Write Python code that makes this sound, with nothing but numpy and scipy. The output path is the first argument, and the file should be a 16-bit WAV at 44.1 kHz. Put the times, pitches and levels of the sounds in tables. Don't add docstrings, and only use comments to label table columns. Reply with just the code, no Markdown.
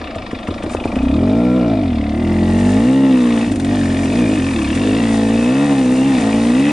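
import sys
import numpy as np
from scipy import signal
from scipy.fft import rfft, irfft, next_fast_len
from scipy.io import wavfile
from scipy.ndimage import uniform_filter1d

SR = 44100
rng = np.random.default_rng(int(sys.argv[2]) if len(sys.argv) > 2 else 0)


def to_wav(s):
    ch = np.atleast_2d(s).T
    pcm = np.round(np.clip(ch, -1, 1) * 32767)
    wavfile.write(sys.argv[1], SR, pcm.astype(np.int16))


N = 296345
TIME = np.arange(N) / SR

# start in seconds, strength in dB before the pop's own gain.
LONE_FIRINGS = [(0.161, -14.5), (0.331, -13.5), (0.485, -9.5), (0.638, -9.5), (0.749, -8.5), (0.855, -6.5),
                (0.928, -18), (0.965, -10.5)]
# frequency in Hz, likeness from 0 to 1,
# left minus right in dB, lead of the left in radians.
PORT_DIFFERENCES = [(100, 0.998, 0.1, 0.048), (250, 0.998, -0.05, 0.08), (500, 1, 1, 0.33),
                    (770, 0.92, 3, 0.29), (1080, 1, 4.5, -0.86), (1360, 0, 3.5, 0.059), (1860, 1, 3, -1.22),
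                    (2540, 0.93, 1, 0.72), (3550, 0.91, 3, -0.22), (5000, 0.89, 1.5, -0.81),
                    (7000, 0.3, 0.5, 0.66), (9100, 1, 2.5, 1.43)]
# time in seconds, level in dB before trims.
ENGINE_EFFORT = [(0, -33.5), (.35, -33), (.92, -24), (1.02, -14), (1.5, -12.5), (2.12, -18.5), (2.3, -14.5),
                 (3.15, -9.5), (3.58, -17.5), (3.72, -14), (4.05, -16), (4.24, -12.5), (4.62, -18.5),
                 (4.9, -14), (6.12, -12), (6.25, -14.5), (6.6, -11), (6.72, -14)]


def from_db(db):
    return 10 ** (np.asarray(db) / 20)


def rms_one(x):
    return x / np.sqrt(np.mean(x ** 2) + 1e-20)


def in_time(rows):
    s, *columns = np.transpose(rows)
    return [np.interp(TIME, s, column) for column in columns]


def per_bin(points, axis=1):
    table = np.transpose(points)
    hz = np.fft.rfftfreq(next_fast_len(N), 1 / SR)
    return np.interp(np.log(hz + 1), np.log(table[0]), table[axis])


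def shaped(x, gain):
    size = next_fast_len(N)
    return irfft(rfft(x, size) * gain, size)[..., :N]


def cut(x, hz, kind, order=2):
    return signal.sosfilt(signal.butter(order, hz, kind, fs=SR, output="sos"), x)


def evened(x, size=3500):
    power = uniform_filter1d(uniform_filter1d(x ** 2, size), size)
    return x / np.sqrt(np.abs(power) + 1e-12)


def drift(rate):
    return rms_one(np.interp(TIME * rate, np.arange(4000), rng.standard_normal(4000)))


def resonate(x, modes):
    out = 0
    for k, (hz, width, db) in enumerate(modes):
        r = np.exp(-np.pi * width / SR)
        poles = [1, -2 * r * np.cos(2 * np.pi * hz / SR), r * r]
        ring = (1 - r * r) / 2 * signal.lfilter([1, 0, -1], poles, x + 1e-18)
        out = out + (-1) ** k * from_db(db) * ring
    return out


def voiced(source, modes, band_hz, level):
    return from_db(in_time(level)[0]) * evened(cut(resonate(source, modes), band_hz, "band"))


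def stereo_noise():
    alike = np.clip(per_bin(PORT_DIFFERENCES), 0, .999)
    mid, side = rng.standard_normal((2, N))
    return mid + shaped(side, np.sqrt((1 - alike) / (1 + alike))) * np.array([[1], [-1]])


def per_turn(turns):
    return rng.standard_normal(1000)[np.floor(turns).astype(int) + 2]


def impulses(rows):
    clicks = np.zeros(N)
    for s, db in rows:
        clicks[round(s * SR)] = from_db(db)
    return clicks


def dying(clicks, decay_s):
    return signal.lfilter([1], [1, -np.exp(-1 / (decay_s * SR))], clicks + 1e-18)


def crank_speed():
    # time in seconds, crank speed in turns per second before the lurches.
    rider_revs = [(0.0, 43.47), (0.12, 25.12), (0.29, 21.23), (0.45, 22.98), (0.53, 25.38), (0.62, 22.02),
                  (0.78, 26.77), (0.93, 18.97), (1.12, 34.97), (1.4, 60.44), (1.56, 63.54), (1.8, 50.13),
                  (1.92, 39.38), (2.0, 36.14), (2.12, 36.34), (2.28, 42.82), (2.52, 44.63), (2.76, 52.07),
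                  (2.88, 64.63), (2.96, 67.22), (3.04, 67.65), (3.24, 60.3), (3.4, 56.1), (3.44, 60.59),
                  (3.48, 55.99), (3.6, 44.26), (3.64, 44.8), (3.72, 49.62), (3.76, 50.59), (3.8, 46.42),
                  (3.96, 43.77), (4.0, 46.84), (4.08, 43.43), (4.12, 48.8), (4.16, 60.16), (4.2, 62.12),
                  (4.28, 50.83), (4.32, 53.59), (4.36, 51.31), (4.4, 42.43), (4.48, 46.72), (4.56, 37.75),
                  (4.64, 33.82), (4.68, 34.3), (4.84, 52.24), (4.92, 51.86), (5.0, 58.63), (5.08, 56.09),
                  (5.28, 54.94), (5.44, 59.59), (5.56, 67.69), (5.64, 72.4), (5.8, 66.22), (5.84, 62.38),
                  (6.0, 65.19), (6.08, 69.5), (6.16, 63.05), (6.2, 56.46), (6.24, 54.17), (6.4, 56.52),
                  (6.52, 60.67), (6.64, 71.33), (6.72, 76.35)]
    kick_revs, kick_s = 6, .022
    ages = [np.maximum(TIME - s, 0) / kick_s for s, _ in LONE_FIRINGS]
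    return in_time(rider_revs)[0] + kick_revs * sum(age * np.exp(1 - age) for age in ages)


def spluttering():
    # middle in seconds, half length in seconds, strength from 0 to 1.
    splutters = [(3.531, 0.068, 1), (4.196, 0.051, 0.36), (4.748, 0.039, 0.5), (5.005, 0.022, 0.7),
                 (6.184, 0.04, 0.48)]
    return sum(depth * np.exp(-((TIME - s) / length) ** 2) for s, length, depth in splutters)


def gas_pulses(angle, throttle, smear, share, count):
    # dB at open throttle, dB at closed throttle, both before weighting by throttle and share.
    order_gains = [(-2.5, 9), (18, 2.5), (10, 3.5), (-16, 7), (13, -0.5), (7.5, 3.5), (-0.5, 6),
                   (-5.5, -1.5)]
    gains = [from_db(share * (throttle * open_db + (3.0 - throttle) * shut_db))
             for open_db, shut_db in order_gains]
    gains += [from_db(1.0)] * count
    orders = zip(range(3, count), gains)
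    return rms_one(sum(gain * np.cos(k * angle - smear * (k - 5) ** 2 / 2) for k, gain in orders))


def pumping(angle, revs, ragged, splutter):
    # time in seconds, gain in dB.
    lug = [(0, 4), (1.1, -2.5), (1.7, -1), (2.1, -2), (2.8, -1), (3.2, -11), (3.7, -3), (4.4, -4.5),
           (5.0, -3.5), (6.72, -8)]
    # frequency in Hz, dB against effort plus lug.
    once_a_turn = [(27, -11.5), (45, -16), (58, -14.5), (72, -24)]
    # frequency in Hz, dB against effort plus lug.
    twice_a_turn = [(50, -11), (70, -3.5), (90, -6), (108, -8), (122, -14.5), (138, -6.5)]
    base_db = in_time(ENGINE_EFFORT)[0] + in_time(lug)[0]
    first_db = base_db + np.interp(revs, *np.transpose(once_a_turn))
    second_db = base_db + np.interp(2 * revs, *np.transpose(twice_a_turn))
    pump = np.sqrt(2) * (from_db(second_db) * np.sin(2 * angle) + from_db(first_db) * np.cos(angle))
    waver_db = .6 + .6 * ragged + 2.5 * splutter
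    return pump * from_db(waver_db * drift(40))


def airbox_boom(angle, strength, throttle, turbulence):
    # frequency in Hz, width in Hz, relative gain in dB.
    airbox_modes = [(239.9, 59, 3), (300.3, 49, 4.5), (321.8, 50.5, -1)]
    intake_turn = 0.021
    hollow_hz, hollow_width_hz = 156, 45
    boom_trim_db = -0.1
    smear = 0.048 - 0.46 * (1 - throttle) ** 2
    gulps = strength * gas_pulses(angle + 2 * np.pi * intake_turn, throttle, smear, 0.83, count=13)
    notch = signal.iirnotch(hollow_hz, hollow_hz / hollow_width_hz, fs=SR)
    intake = signal.lfilter(*notch, gulps + 1.7 * turbulence)
    boom = evened(cut(resonate(intake, airbox_modes), 586, "low"))
    return from_db(in_time(ENGINE_EFFORT)[0] + boom_trim_db) * boom


def exhaust_honk(pulses, turbulence):
    # frequency in Hz, width in Hz, relative gain in dB.
    honk_modes = [(377.5, 49, 2), (518, 57, 3.2)]
    # time in seconds, level in dB before the trim.
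    honk_level = [(0.0, -35), (0.41, -41.5), (0.49, -31), (0.52, -35), (0.65, -33.5), (0.82, -39),
                  (0.86, -25), (0.88, -35.5), (1.31, -25), (1.57, -19), (1.91, -39.5), (2.92, -23),
                  (3.42, -25.5), (3.46, -42), (4.32, -22), (4.38, -30), (4.7, -35.5), (4.88, -18.5),
                  (5.09, -28.5), (5.2, -22.5), (5.99, -23), (6.12, -28.5), (6.29, -24.5), (6.72, -26)]
    honk_trim_db = -2
    return from_db(honk_trim_db) * voiced(pulses + turbulence, honk_modes, [360, 620], honk_level)


def pipe_drone(pulses, angle, revs, idling):
    # frequency in Hz, width in Hz, relative gain in dB.
    drone_modes = [(324, 40, 0)]
    # time in seconds, level in dB.
    drone_level = [(0, -41.5), (1.0, -27.5), (1.3, -31), (1.5, -22.5), (1.95, -34), (2.2, -20.5),
                   (2.8, -31), (3.6, -27), (3.749, -26.5), (4.45, -23.5), (4.62, -18), (4.8, -21),
                   (5.1, -30.5), (6.72, -31.5)]
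    singing = np.clip(42 - revs, 0, 4) / 4 * (1 - idling) * np.cos(9 * angle)
    return voiced(.5 * pulses + singing, drone_modes, [270, 390], drone_level)


def fronts(angle):
    smear = .035
    return rms_one(sum(np.cos(k * angle - smear * (k - 5) ** 2 / 2) for k in range(6, 72)))


def echoed(x):
    # average delay in seconds, level in dB.
    reflections = [(.0043, -7), (.0079, -8), (.0131, -11)]
    wander_s = .0005
    return x + sum(from_db(db) * np.interp(TIME - s - wander_s * drift(2), TIME, x)
                   for s, db in reflections)


def silencer(buzz, turbulence, throttle):
    # frequency in Hz, width in Hz, relative gain in dB.
    bark_modes = [(614, 82, 0.71), (731.6, 36.5, 1.4)]
    open_bark_modes = [(770, 150, 0), (900, 140, -3)]
    rasp_modes = [(870, 300, 0.36), (1058, 105, 1.5), (1156, 38, 0.32), (1420, 33, -1.9)]
    nasal_modes = [(1361, 20, 0)]
    shell_modes = [(1860, 85, 11), (2064, 91, 5), (2690, 300, -5), (3800, 350, -1.5)]
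    # time in seconds, level in dB.
    bark_level = [(0.0, -41), (0.17, -29.5), (0.29, -42), (0.34, -35.5), (1.14, -30), (1.35, -22.5),
                  (1.53, -28.5), (1.74, -21.5), (1.91, -33), (2.81, -25.5), (2.84, -30.5), (3.07, -26),
                  (3.18, -34), (3.39, -27.5), (3.59, -37.5), (3.74, -27), (3.84, -32), (4.02, -29),
                  (4.09, -37), (4.14, -24), (4.19, -33), (4.25, -29), (4.34, -29.5), (4.42, -40),
                  (5.2, -27), (5.41, -30), (5.74, -24), (5.84, -31.5), (6.32, -25), (6.53, -31),
                  (6.72, -27)]
    rasp_level = [(0, -56), (1.0, -47), (1.3, -39), (1.55, -35.5), (1.9, -46), (2.3, -39), (2.7, -40),
                  (2.8, -35), (2.95, -39), (3.35, -33.5), (3.55, -53), (4.2, -43), (4.6, -48), (5.0, -37),
                  (5.27, -42), (5.62, -31), (5.85, -39), (6.2, -40), (6.72, -36)]
    nasal_level = [(0, -49), (1.2, -45.5), (1.52, -35.5), (1.7, -39.5), (1.95, -61), (3.0, -45), (3.6, -64),
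                   (5.6, -59), (6.72, -56)]
    shell_level = [(0, -65), (1.5, -50), (1.9, -52), (2.35, -40), (2.75, -40), (3.0, -38), (3.3, -39),
                   (3.55, -56), (4.9, -52), (5.2, -38.5), (5.45, -42), (5.65, -33), (5.85, -40), (6.2, -42),
                   (6.72, -35)]
    gas = buzz + (1.4 - .6 * throttle) * turbulence
    throat = resonate(gas, bark_modes) + throttle * resonate(gas, open_bark_modes)
    bark = from_db(in_time(bark_level)[0]) * evened(cut(throat, [540, 1040], "band"))
    source = buzz + .4 * turbulence
    rasp = voiced(source, rasp_modes, [820, 1450], rasp_level)
    nasal = voiced(source, nasal_modes, [1250, 1550], nasal_level)
    shell = voiced(source, shell_modes, [1650, 4500], shell_level)
    return bark + rasp + nasal + shell


def firing_engine(turns, revs, throttle):
    port_turn, front_turn = 0.059, 0.0811
    ragged = 1 - throttle
    splutter = spluttering()
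    idling = np.clip((33 - revs) / 5, 0, 1)
    cycle = turns - port_turn
    jitter_turn = .006 * ragged + .001 + .04 * splutter
    angle = 2 * np.pi * (cycle + jitter_turn * drift(45))
    uneven_db = -1.6 + 2.4 * ragged + 3.5 * splutter
    strength = from_db(uneven_db * np.clip(per_turn(cycle + .5), -2, 2))
    strength = strength * (1 + .5 * splutter * np.cos(angle / 2))
    pulses = strength * gas_pulses(angle, throttle, smear=0.058, share=.35, count=29)
    puff = 1 + .5 * np.cos(angle - 1)
    roughness = .4 + .6 * ragged ** 2 + 2.2 * splutter + 1.5 * idling
    turbulence = roughness * puff * rng.standard_normal(N)
    late = front_turn + .006 * ragged * per_turn(cycle + .5)
    front_strength = strength * from_db(2 * ragged * per_turn(cycle + .5))
    buzz = (1 - 0.78 * idling) * front_strength * fronts(angle - 2 * np.pi * late)
    intake = pumping(angle, revs, ragged, splutter) + airbox_boom(angle, strength, throttle, turbulence)
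    pipe = exhaust_honk(pulses, turbulence) + pipe_drone(pulses, angle, revs, idling)
    return intake + pipe + silencer(echoed(buzz), turbulence, throttle)


def clatter(turns, revs, level_db):
    # frequency in Hz, width in Hz, gain in dB before it varies by turn.
    cylinder_modes = [(1006, 270, 3.5), (1855, 265, 4.5), (2323, 264, 6), (2850, 346, 3), (3560, 420, 2),
                      (5090, 960, -8.5)]
    lead_s, rise_s, decay_s = 0.013, 0.006, 0.003
    whirr, fuse_revs = 0.044, 58
    uneven_db, colour_db, trim_db = -1.5, 2.0, -2.5
    cycle = turns + lead_s * revs
    age = cycle % 1 / revs
    slap = (1 - np.exp(-(age / rise_s) ** 2)) * np.exp(-age / decay_s)
    slap = slap * from_db(uneven_db * per_turn(cycle))
    gears = whirr * (1 + (revs / fuse_revs) ** 4)
    noise = stereo_noise()
    rattle = sum(resonate(noise, [mode]) * (-1) ** k * from_db(colour_db * per_turn(cycle))
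                 for k, mode in enumerate(cylinder_modes))
    return from_db(level_db + trim_db) * evened(slap + gears) * rms_one(rattle)


def chamber(turns, revs, throttle, level_db, ring, spread):
    lead_s, rise_s, decay_s = 0.0102, 0.0013, 0.006
    uneven_db = 2.1
    hz, ring_db = in_time(ring)
    cycle = turns + lead_s * revs
    age = cycle % 1 / revs
    swell = (1 - np.exp(-(age / rise_s) ** 2)) * np.exp(-age / decay_s)
    swell = swell * (1 - (cycle % 1) ** 10)
    loose = 1 - .6 * throttle
    bent_age = age + loose * spread * per_turn(cycle) * (age - rise_s)
    ping = swell * np.sin(2 * np.pi * hz * bent_age + .5 * loose * drift(450))
    return from_db(level_db + ring_db) * evened(ping * from_db(uneven_db * per_turn(cycle)))


def crankcase(turns, revs):
    # frequency in Hz, width in Hz, relative gain in dB.
    case_modes = [(1010, 250, -2), (1210, 54, 7.5), (1230, 85, -3.5)]
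    # time in seconds, level in dB.
    case_level = [(0, -39), (.55, -40), (1.0, -39), (1.4, -50), (2.2, -51), (3.4, -47), (3.6, -52),
                  (4.5, -41), (5.2, -51), (6.72, -48)]
    lead_s, rise_s, decay_s = 0.009, 0.0022, 0.0095
    age = (turns + lead_s * revs) % 1 / revs
    blow = (1 - np.exp(-age / rise_s)) * np.exp(-age / decay_s)
    return from_db(in_time(case_level)[0]) * evened(blow) * rms_one(resonate(stereo_noise(), case_modes))


def engine_metal(turns, revs, throttle):
    # time in seconds, level in dB before trims.
    clatter_level = [(0, -34), (.65, -35.5), (1.0, -34.5), (1.2, -36), (2.1, -35.5), (2.75, -33),
                     (3.0, -35.5), (3.42, -28), (3.58, -41.5), (3.7, -31), (4.95, -29), (5.2, -31),
                     (5.65, -31.5), (5.9, -33.5), (6.2, -27.5), (6.52, -32), (6.72, -26.5)]
    # time in seconds, pitch in Hz,
    # dB against the clatter level.
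    low_ring = [(0, 1786, -9), (.42, 1880, -11.5), (.65, 1870, -31), (1.7, 2130, -14), (2.35, 2014, -4.5),
                (2.7, 1773, -4), (3.1, 1860, -12.5), (3.6, 1900, -9), (3.85, 1790, -3), (4.1, 1844, -8.5),
                (4.85, 1747, -8), (5.06, 2020, -5.5), (5.2, 1823, -4.5), (5.45, 1790, -10.5),
                (5.65, 1800, -6), (5.899, 1790, -10), (6.72, 1977, -6.5)]
    high_ring = [(0, 2780, -11.5), (.6, 2466, -11.5), (0.801, 2517, -1.5), (1.1, 2460, -6.5),
                 (1.699, 2335, -8), (2.301, 2740, -15), (3.0, 2755, -6), (3.3, 2630, -11),
                 (3.85, 2464, -12.5), (4.22, 2463, -4.5), (4.7, 2610, -8.5), (4.97, 2690, -4.5),
                 (5.202, 2620, -14.5), (5.4, 2603, -2), (5.75, 2565, -8), (6.02, 2730, -5.5),
                 (6.3, 2570, -15.5), (6.72, 2570, -2)]
    level_db, = in_time(clatter_level)
    pings = chamber(turns, revs, throttle, level_db, low_ring, spread=.008)
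    pings = pings + chamber(turns, revs, throttle, level_db, high_ring, spread=.028)
    return clatter(turns, revs, level_db) + pings + crankcase(turns, revs)


def rustle_level():
    # time in seconds, level in dB before the leaves' gain.
    litter = [(0, -57.5), (.85, -50), (1.4, -50), (2.0, -53.5), (2.7, -37), (3.05, -42.5), (3.42, -37.5),
              (3.58, -45), (3.8, -38), (6.72, -35.5)]
    # middle in seconds, peak in dB before the leaves' gain.
    heaps = [(.73, -39.5), (4.76, -51.5), (5.149, -38), (6.22, -46)]
    heap_s = 0.026
    swells = sum(from_db(db) * np.exp(-((TIME - s) / heap_s) ** 2) for s, db in heaps)
    return 20 * np.log10(from_db(in_time(litter)[0]) + swells)


def leaves(turns, level_db):
    # frequency in Hz, relative gain in dB.
    leaf_colour = [(900, 8), (1500, 1.5), (2500, -1), (3600, -5), (5000, -3.5), (7000, -3.5), (8200, -3),
                   (9100, 0.5), (10200, -10)]
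    grains = from_db(1.5 * drift(550) + 0.5 * drift(25))
    grains = grains * (1 + 0.13 * np.cos(2 * np.pi * (turns - .08)))
    rustle = rms_one(shaped(stereo_noise() * grains, from_db(per_bin(leaf_colour))))
    return from_db(level_db + 4.5) * rustle


def trail():
    # frequency in Hz, relative gain in dB.
    trail_colour = [(30, -29), (60, -15.5), (120, 7), (280, -23), (450, -3), (750, -1), (1100, -15),
                    (2000, -35.5), (5000, -58)]
    rumble_db = -37.5 + 1.0 * drift(4.6)
    return from_db(rumble_db) * rms_one(shaped(stereo_noise(), from_db(per_bin(trail_colour))))


def idle_gulps():
    # start in seconds, strength in dB before the gain below.
    gulp_times = [(0.015, -22), (0.097, -24), (0.509, -17), (0.663, -14), (0.81, -17.5)]
    # frequency in Hz, width in Hz, relative gain in dB.
    gulp_modes = [(282, 30, 1), (340, 95, -0.5)]
    gulp_db = 46
    return from_db(gulp_db) * cut(resonate(impulses(gulp_times), gulp_modes), 500, "low")


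def knocks():
    # start in seconds, strength in dB before the gain below.
    knock_times = [(0.155, -28.5), (0.315, -32), (0.479, -28), (0.632, -25), (0.6928, -30), (0.85, -26.5),
                   (0.956, -30), (1.028, -28), (3.517, -19), (3.557, -20), (3.5988, -19), (3.647, -19.5),
                   (4.7503, -15), (5.137, -34), (6.179, -21)]
    # frequency in Hz, relative gain in dB.
    knock_colour = [(600, -9), (1500, 14.5), (3500, 10.5), (6000, 2), (9000, 7), (10500, -3.5)]
    knock_db, decay_s = -8.0, 0.01
    noise = rms_one(shaped(stereo_noise(), from_db(per_bin(knock_colour))))
    return from_db(knock_db) * dying(impulses(knock_times), decay_s) * noise


def idle_pops():
    # frequency in Hz, width in Hz, gain in dB before it varies.
    pop_modes = [(87.6, 8.1, 8), (244, 62, 1.5), (428, 690, -4), (660, 220, -7.5)]
    pop_db, colour_db = 37.5, 2.5
    puff_db, puff_s = -12, 0.0076
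    clicks = impulses(LONE_FIRINGS)
    ring = sum((-1) ** k * resonate(clicks * from_db(pop_db + colour_db * drift(12.1)), [mode])
               for k, mode in enumerate(pop_modes))
    gas = rms_one(cut(rng.standard_normal(N), [200, 800], "band"))
    puff = from_db(puff_db) * dying(clicks, puff_s) * gas
    return cut(ring, 720, "low", order=3) + puff


def scene():
    # time in seconds, throttle from 0 (shut) to 1 (open).
    twist_grip = [(0, 0), (1.0, 0.55), (1.5, 0.43), (1.72, 0.25), (2.12, 0.21), (2.3, 0.89), (3.42, 0.9),
                  (3.52, 0.4), (4.1, 0.34), (4.2, 0.6), (4.3, 0.1), (4.6, 0.31), (4.95, 0.36), (5.1, 0.84),
                  (6.14, 0.95), (6.2, 0.4), (6.27, 0.77), (6.72, 1)]
    revs = crank_speed()
    throttle = np.clip(in_time(twist_grip)[0], 0, 1)
    turns = np.cumsum(revs) / SR + .94
    engine = firing_engine(turns, revs, throttle) + engine_metal(turns, revs, throttle)
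    ground = leaves(turns, rustle_level()) + trail()
    return engine + ground + idle_gulps() + knocks() + idle_pops()


def record(dry):
    half_level = from_db(per_bin(PORT_DIFFERENCES, axis=2) / 2)
    half = half_level * np.exp(.5j * per_bin(PORT_DIFFERENCES, axis=3))
    ports = shaped(dry, np.array([half, 1 / half]))
    return signal.sosfilt(signal.ellip(10, .2, 80, 10500, fs=SR, output="sos"), ports)


dry = scene()
out = record(dry)
to_wav(out)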